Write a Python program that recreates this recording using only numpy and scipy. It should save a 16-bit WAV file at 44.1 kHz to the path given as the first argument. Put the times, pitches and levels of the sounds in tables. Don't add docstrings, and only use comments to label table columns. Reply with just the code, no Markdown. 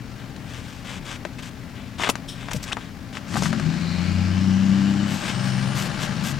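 import sys
import numpy as np
from scipy import signal
from scipy.fft import rfft, irfft
from scipy.io import wavfile
from scipy.ndimage import uniform_filter1d

SR = 44100
rng = np.random.default_rng(int(sys.argv[2]) if len(sys.argv) > 2 else 0)


def inscribe(sig):
    pcm = np.round(np.clip(np.atleast_2d(sig).T, -1, 1) * 32767)
    wavfile.write(sys.argv[1], SR, pcm.astype(np.int16))


N = 281799
T = np.arange(N) / SR
PULL_S, THROTTLE_RISE_S = 3.25, 0.11
SHIFT_S, SHIFT_LENGTH_S = 5.19, 0.05


def undb(db):
    return 10 ** (np.asarray(db) / 20)


def unit(x):
    return x / np.sqrt(np.mean(x ** 2) + 1e-18)


def noise():
    return rng.standard_normal(N)


def ramp(start_s, length_s):
    return np.clip((T - start_s) / length_s, 0, 1)


def swell(start_s, length_s):
    return np.sin(np.pi * ramp(start_s, length_s))


def curves(table):
    times_s, *columns = np.transpose(table)
    return [np.interp(T, times_s, column) for column in columns]


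def walk(rate_hz):
    hold = max(int(SR / rate_hz), 1)
    steps = np.repeat(rng.standard_normal(N // hold + 1), hold)[:N]
    return unit(uniform_filter1d(uniform_filter1d(steps, hold), hold))


def colour(x, points, db_scale=1):
    hz, db = np.transpose(points)
    bins_hz = np.maximum(np.fft.rfftfreq(N, 1 / SR), 1)
    return irfft(rfft(x) * undb(db_scale * np.interp(np.log(bins_hz), np.log(hz), db)), N)


def band(x, low_hz, high_hz, order=2):
    edges_hz = np.clip([low_hz, high_hz], 5, SR * .48)
    return signal.sosfilt(signal.butter(order, edges_hz, "band", fs=SR, output="sos"), x)


def resonate(x, hz, width_hz, order=1):
    return unit(band(x, hz - width_hz / 2, hz + width_hz / 2, order))


def ring(start_s, hz, db, t60_s):
    t = np.maximum(T - start_s, 0)
    return np.sin(2 * np.pi * hz * t) * undb(db - np.minimum(60 * t / t60_s, 200))


def place(x, left_bias, echo_db, t60_s):
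    t = T[:SR // 4]
    tails = rng.standard_normal((2, len(t))) * undb(-60 * t / t60_s) * (t > .002)
    tails /= np.sqrt(np.sum(tails ** 2, axis=1, keepdims=True))
    scattered = undb(echo_db) * colour(x, [(80, -4.5), (300, -2), (1000, -1.5), (4500, 0.5), (9000, 7)])
    left, right = [x + signal.fftconvolve(scattered, tail)[:N] for tail in tails]
    return np.array([colour(left, left_bias, 0.48), colour(right, left_bias, -0.7)])


# frequency in Hz, relative level in dB.
IDLE_TONES = [(84, -47.5), (115.5, -44.5), (123, -44.5), (175, -50), (203.6, -44.5), (232.6, -47.5),
              (247, -50), (271, -48.5)]
def idle():
    hum = sum(undb(db + 2 * walk(4.78)) * np.sin(2 * np.pi * hz * T + walk(5.03))
              for hz, db in IDLE_TONES)
    return undb(1) * hum * np.interp(T, [PULL_S, 3.6], [1, 0])


# frequency in Hz, relative level in dB.
AIR_SPECTRUM = [(15, -34), (25, -5), (91, -4.5), (122, -2.5), (152, -3.5), (204, -4), (313, -10.5),
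                (340, -14), (445, -17), (509, -16.5), (804, -22), (1450, -27.5), (2230, -26), (4500, -39),
                (15500, -53.5)]
# frequency in Hz, bias in dB before scaling.
AIR_BIAS = [(40, 5.3), (110, 9), (700, 2.7), (2400, 5.6), (8000, 4.3)]
def background():
    rumble = unit(colour(noise(), AIR_SPECTRUM)) * undb(-39.5 + 1.08 * walk(6.42))
    leaf_spectrum = [(200, 7), (600, 0.5), (3000, -6), (8000, -13), (15000, -12.5)]
    leaves = np.array([unit(colour(noise(), leaf_spectrum)) for _ in range(2)])
    return place(rumble + idle(), AIR_BIAS, echo_db=-8.5, t60_s=0.31) + undb(-52) * leaves


def crank_speed(idle_hz=16.5, surge_hz=11.7, surge_s=0.29, climb_hz_per_s=2.85, shift_ratio=0.622):
    t = np.maximum(T - PULL_S, 0)
    low_gear_hz = idle_hz + surge_hz * (1 - np.exp(-t / surge_s)) + climb_hz_per_s * t
    return low_gear_hz * (1 - (1 - shift_ratio) * ramp(SHIFT_S, SHIFT_LENGTH_S))


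# time in seconds, relative level in dB.
ROAR_LEVELS = [(3.15, -46), (3.38, -37.5), (3.58, -36), (3.85, -36), (4.6, -34.5), (5.6, -31.5),
               (6.15, -31.5), (6.39, -34)]
# frequency in Hz, relative level in dB.
ROAR_SPECTRUM = [(240, -11), (400, -8), (550, -1), (780, -5.5), (1100, -2.5), (1650, 0), (2000, -4),
                 (2900, -7), (3500, -8.5), (4300, -7.5), (6900, -15.5), (8600, -23.5), (11000, -35.5),
                 (15500, -51)]
# centre in Hz, width in Hz, relative level in dB.
BAY_MODES = [(810, 69, -10.5), (1740, 160, -21)]
def roar(turns, dulling_db_per_s=0.93):
    pulsing = 1 + .3 * np.cos(2 * np.pi * 3 * turns) + .15 * np.cos(2 * np.pi * turns)
    rush = unit(colour(noise() * pulsing, ROAR_SPECTRUM))
    treble = band(rush, 2500, 18000, order=1) * ramp(PULL_S, THROTTLE_RISE_S)
    treble_db = 2 - dulling_db_per_s * np.maximum(T - PULL_S, 0)
    bay = sum(undb(db + 1.3 * walk(4.7)) * resonate(noise() * pulsing, hz, width_hz)
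              for hz, width_hz, db in BAY_MODES)
    level_db = curves(ROAR_LEVELS)[0] - 3.5 + .5 * walk(24.91)
    return undb(level_db) * (rush + (undb(treble_db) - 1) * treble + bay)


# frequency in Hz, relative level in dB.
SHEET_SPECTRUM = [(120, -22), (300, 2.5), (600, 2), (1200, 8), (1750, -4), (2300, -2), (3300, -2.5),
                  (4100, -1), (5500, 0.5), (8200, -2.5), (9400, -11), (12500, -13), (15500, -26.5)]
def scrape(strokes, slips_per_s, spread_db, hiss_db, edge_db, body_db, top_db):
    slips = (rng.random(N) < slips_per_s / SR) * rng.choice([-1, 1], N)
    slips = slips * undb(spread_db * np.minimum(rng.exponential(size=N), 4))
    sheet = colour(unit(slips) + undb(hiss_db) * noise(), SHEET_SPECTRUM)
    bands_hz = [(200, 1500), (1500, 3700), (3700, 11000), (11000, 17000)]
    low, mid, high, top = (unit(band(sheet, *edges, order=5)) for edges in bands_hz)
    mean_db = np.mean([db for _, _, _, db, _ in strokes])
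    out = np.zeros(N)
    for start_s, length_s, peak_share, db, sizzle_db in strokes:
        span = slice(int(start_s * SR), int((start_s + length_s) * SR))
        t = T[span] - start_s
        pressure_db = np.interp(t, [0, peak_share * length_s, length_s], [edge_db, 0, edge_db])
        pressure = unit(undb(pressure_db) * signal.windows.tukey(len(t), .15))
        body = undb(body_db + 0.29 * (db - mean_db)) * low[span]
        sizzle = undb(sizzle_db) * high[span] + undb(2.7 * sizzle_db + top_db) * top[span]
        out[span] += undb(db) * pressure * (mid[span] + body + sizzle)
    return out


# start in seconds, length in seconds, peak position as a share of
# the length, relative level in dB, sizzle in dB.
SLIDE_STROKES = [(0.157, 0.082, .55, -49, -17), (1.74, 0.22, .15, -49, -15), (2.31, 0.39, 0.25, -46, -9),
                 (2.508, 0.017, 0.31, -36.5, -1.5), (2.532, .009, .33, -34, 2),
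                 (2.548, .03, 0.62, -48.5, 8), (2.625, 0.028, .22, -44, 7.5),
                 (2.652, 0.066, 0.58, -41, -4.5), (2.717, 0.02, .58, -31.5, -3.5),
                 (2.767, 0.13, .4, -46, -10), (3.124, 0.065, 0.7, -41, -5.5),
                 (3.276, 0.087, 0.84, -43, 1.5), (3.355, .065, .3, -37, 4), (3.413, 0.098, 0.22, -36.5, 2)]
def slides():
    return undb(-2.5) * scrape(SLIDE_STROKES, slips_per_s=2600, spread_db=6, hiss_db=0,
                               edge_db=-11.5, body_db=-5.5, top_db=-25.5)


def crinkles(strokes, boost_db=9, spread_db=3.5, centre_hz=1700, treble_db=-24):
    rows = []
    for start_s, length_s, _, stroke_db, _ in strokes:
        at_s = start_s + length_s * rng.random()
        db = stroke_db + boost_db + spread_db * rng.standard_normal()
        hz = centre_hz * 2 ** (rng.random() - .5)
        rows.append((at_s, db, hz, treble_db))
    return rows


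# start in seconds, relative peak in dB, pitch in Hz,
# treble in dB.
SNAP_HITS = [(0.3635, -29.5, 2500, -2.5), (1.2513, -14.5, 1700, -12), (1.998, -16, 780, -21),
             (2.036, -6.5, 1700, -20), (2.072, -10.5, 1200, -25), (2.093, -8.5, 870, -9),
             (2.101, -20, 2300, 7), (2.155, -14.5, 1520, -6), (2.4857, -16.5, 1590, -30),
             (2.515, -15, 1500, -6), (2.534, -17, 10100, -6.5), (2.7695, -13.5, 1050, -15),
             (3.153, -20, 2000, -11), (3.171, -16.5, 1700, -18), (3.3415, -17, 1500, -7),
             (3.357, -14, 1000, -16), (3.368, -11.5, 1000, -15), (3.423, -13, 880, -0.5),
             (3.458, -10.5, 1360, -13), (3.529, -12, 1310, -6.5), (3.598, -17.5, 1300, -4),
             (6.036, -16.5, 3500, -11)]
def snaps(crack_t60_s=0.017, rattle_t60_s=0.062, rattle_db=-25):
    out, t = np.zeros(N), T[:SR // 10]
    for start_s, db, hz, treble_db in SNAP_HITS + crinkles(CUT_STROKES + SLIDE_STROKES):
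        rattle = undb(rattle_db - 60 * t / rattle_t60_s) * rng.standard_normal(len(t))
        kick = band((t == 0) + rattle, hz * 0.4, hz * 1.46)
        crack = band(rng.standard_normal(len(t)) * undb(-60 * t / crack_t60_s), 3540, 7260)
        snap = kick / np.abs(kick).max() + undb(treble_db - 1) * crack
        i = int(start_s * SR)
        out[i:i + len(t)] += undb(db - 1.5) * snap[:N - i]
    return out


# start in seconds, length in seconds, peak position as a share of
# the length, relative level in dB, sizzle in dB.
CUT_STROKES = [(0.44, 0.28, 0.4, -46.5, -5.5), (0.66, 0.21, .37, -53, -3), (0.84, 0.16, .4, -40, -6.5),
               (1.045, 0.13, 0.5, -39.5, -5.5), (1.382, 0.028, .3, -40.5, -8), (1.419, 0.082, .1, -44, -4),
               (1.98, .06, 0.84, -32.5, -7), (2.034, .061, 0.11, -28, -10), (2.089, .02, 0.51, -27, 0),
               (5.06, 0.17, 0.48, -43, -1), (5.21, 0.13, 0.58, -35, -5.5), (5.42, .1, 0.44, -47, -1.5),
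               (5.745, 0.14, 0.31, -37.5, -0.5), (5.99, 0.083, .55, -37.5, -2),
               (6.23, 0.098, 0.37, -37.5, 0.5)]
def cuts():
    return undb(-1) * scrape(CUT_STROKES, slips_per_s=1400, spread_db=3, hiss_db=-4,
                             edge_db=-9.5, body_db=-5, top_db=-11)


# start in seconds, frequency in Hz, level in dB, T60 in seconds.
FLAP_MODES = [(1.252, 600, -22.5, 0.027), (1.251, 342, -34, 0.066), (2.092, 245, -16, 0.045),
              (2.097, 500, -20, 0.029), (2.544, 193, -21, 0.071), (2.546, 487, -29.5, .08),
              (2.548, 606, -33.5, 0.096), (2.564, 140, -18.5, 0.073)]
def flaps():
    return sum(ring(*mode) for mode in FLAP_MODES)


# frequency in Hz, relative level in dB, T60 in seconds.
SHUT_MODES = [(1200, -15, 0.1), (1430, -19, .16), (2160, -11, .05), (2680, 17, 0.021), (3440, -12, .085),
              (4064, -11, .08), (7500, -10, .07), (8350, -1, .035), (9900, 2, 0.044), (10180, -2, 0.04)]
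def blades_shut(start_s=2.099):
    return undb(-32) * sum(ring(start_s, *mode) for mode in SHUT_MODES)


# centre in Hz, width in Hz, relative level in dB.
RUB_MODES = [(3200, 280, 3.5), (3760, 220, 1), (5420, 240, 0), (8150, 300, -6), (9300, 400, -9.5)]
def blades_open(start_s=2.276, attack_s=0.016, t60_s=0.22):
    modes = sum(undb(db) * resonate(noise(), hz, width_hz) for hz, width_hz, db in RUB_MODES)
    hiss = undb(-3) * unit(band(noise(), 3500, 10000))
    level_db = -42 - 60 * ramp(start_s + attack_s, t60_s)
    return ramp(start_s, attack_s) * undb(level_db) * (modes + hiss)


def squeak(start_s=2.715, length_s=0.02, from_hz=1100, to_hz=3795):
    glide_hz = from_hz + (to_hz - from_hz) * ramp(start_s, length_s)
    slip_hz = glide_hz * (1 + 0.12 * walk(1500))
    slipping = np.sin(2 * np.pi * np.cumsum(slip_hz) / SR) * (1 + 0.49 * walk(900))
    return undb(-22.5) * swell(start_s, length_s) * slipping


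def order_tone(turns, order, waver_rad):
    phase = 2 * np.pi * (order * turns + rng.random())
    return np.sqrt(2) * np.sin(phase + waver_rad * walk(14))


# time in seconds, gain in dB.
ENGINE_LOAD = [(3.3, -11.5), (3.65, -1.5), (3.78, -4.5), (4.1, -0.5), (4.95, 0), (5.25, -7.5), (5.6, -5.5),
               (5.95, -17), (6.3, -5)]
# cycles per crank turn, relative level in dB.
FIRING_ORDERS = [(3, -1), (4, -12.5), (6, 1), (9, -4.5)]
# cycles per crank turn, relative level in dB.
WEAK_ORDERS = [(5, -14), (7, -14.5), (8, -17.5), (10, -21.5), (11, -25.5)]
# centre in Hz, width in Hz, gain in dB.
DRONE_MODES = [(92.04, 6.6, -22), (101, 4.3, -34.5), (131.9, 12, -21), (160.7, 7.2, -24), (174.2, 13, -31),
               (194.55, 13, -22.5), (226, 17, -28), (297.5, 14, -28.5)]
# centre in Hz, width in Hz, relative level in dB.
RUMBLE_MODES = [(163, 90, -6), (245, 70, -13.5), (328.6, 75, -16.5)]
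def exhaust(crank_hz, turns, shift_fade_s=0.051):
    firing = np.zeros(N)
    for order, db in FIRING_ORDERS:
        pipe_gain = sum(undb(peak_db) / (1 + (2 * (order * crank_hz - hz) / width_hz) ** 2)
                        for hz, width_hz, peak_db in DRONE_MODES)
        firing += undb(db) * pipe_gain * order_tone(turns, order, waver_rad=0.095)
    weak = sum(undb(db + 2.73 * walk(8.9)) * order_tone(turns, order, waver_rad=0.3)
               for order, db in WEAK_ORDERS)
    rumble = sum(undb(db) * resonate(noise(), hz, width_hz, order=3) for hz, width_hz, db in RUMBLE_MODES)
    from_shift_s = np.abs(T - SHIFT_S - SHIFT_LENGTH_S / 2) - SHIFT_LENGTH_S / 2
    in_gear = np.clip(from_shift_s / shift_fade_s, 0, 1) ** .5
    lug_db = 4.5 * (1 - ramp(3.69, 0.31))
    load_db = curves(ENGINE_LOAD)[0]
    drone = undb(load_db + 0.97 * walk(24.88)) * in_gear * firing
    uneven = undb(-27) * in_gear * weak + undb(-27.5 + lug_db) * rumble
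    return ramp(PULL_S, THROTTLE_RISE_S) * (drone + undb(0.16 * load_db) * uneven)


def clutch(length_s=0.5):
    return undb(-38.5) * swell(PULL_S, length_s) * unit(band(noise(), 50.3, 82, order=4))


def whistle(hz, width_hz):
    phase = 2 * np.pi * np.cumsum(hz * np.ones(N)) / SR
    sine_gain, cosine_gain = (unit(band(noise(), 5, width_hz / 2)) for _ in range(2))
    return sine_gain * np.sin(phase) + cosine_gain * np.cos(phase)


# peak time in seconds, length in seconds, pitch in Hz, level in dB.
INTAKE_WHIRRS = [(4.045, 1.06, 2335, -44), (5.098, 3.6, 2917, -46), (5.45, 0.4, 5320, -48)]
# time in seconds, pitch in Hz, relative level in dB.
TURBO_GLIDE = [(3.4, 4140, -64), (3.9, 4220, -41.5), (4.1, 4380, -46), (4.5, 5590, -51.5), (4.8, 7010, -63),
               (5.15, 7800, -53), (5.7, 9270, -53.5), (6.39, 10500, -71)]
def intake():
    whirrs = sum(undb(db) * swell(peak_s - length_s / 2, length_s) * whistle(hz, width_hz=370)
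                 for peak_s, length_s, hz, db in INTAKE_WHIRRS)
    turbo_hz, turbo_db = curves(TURBO_GLIDE)
    onset = ramp(TURBO_GLIDE[0][0], .1)
    return whirrs + undb(turbo_db - 0.5) * onset * whistle(turbo_hz, width_hz=660)


# frequency in Hz, bias in dB before scaling.
HANDWORK_BIAS = [(100, 6), (700, 10), (2400, 6), (4400, 4.5), (8000, 1.5), (15000, 5)]
TRUCK_BIAS = [(80, 9.4), (200, 6.7), (400, 11.2), (1300, 7.4), (4400, 2.7), (15000, 1.6)]
def scene():
    crank_hz = crank_speed()
    turns = np.cumsum(crank_hz) / SR
    truck = roar(turns) + exhaust(crank_hz, turns) + clutch() + intake()
    handwork = slides() + snaps() + cuts() + flaps() + blades_shut() + blades_open() + squeak()
    near = place(handwork, HANDWORK_BIAS, echo_db=-13.5, t60_s=0.07)
    far = place(truck, TRUCK_BIAS, echo_db=-5.5, t60_s=0.18)
    return background() + near + far


def record(dry, cutoff_hz=15850):
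    return signal.sosfilt(signal.ellip(10, .2, 80, cutoff_hz, fs=SR, output="sos"), dry)


dry = scene()
out = record(dry)
inscribe(out)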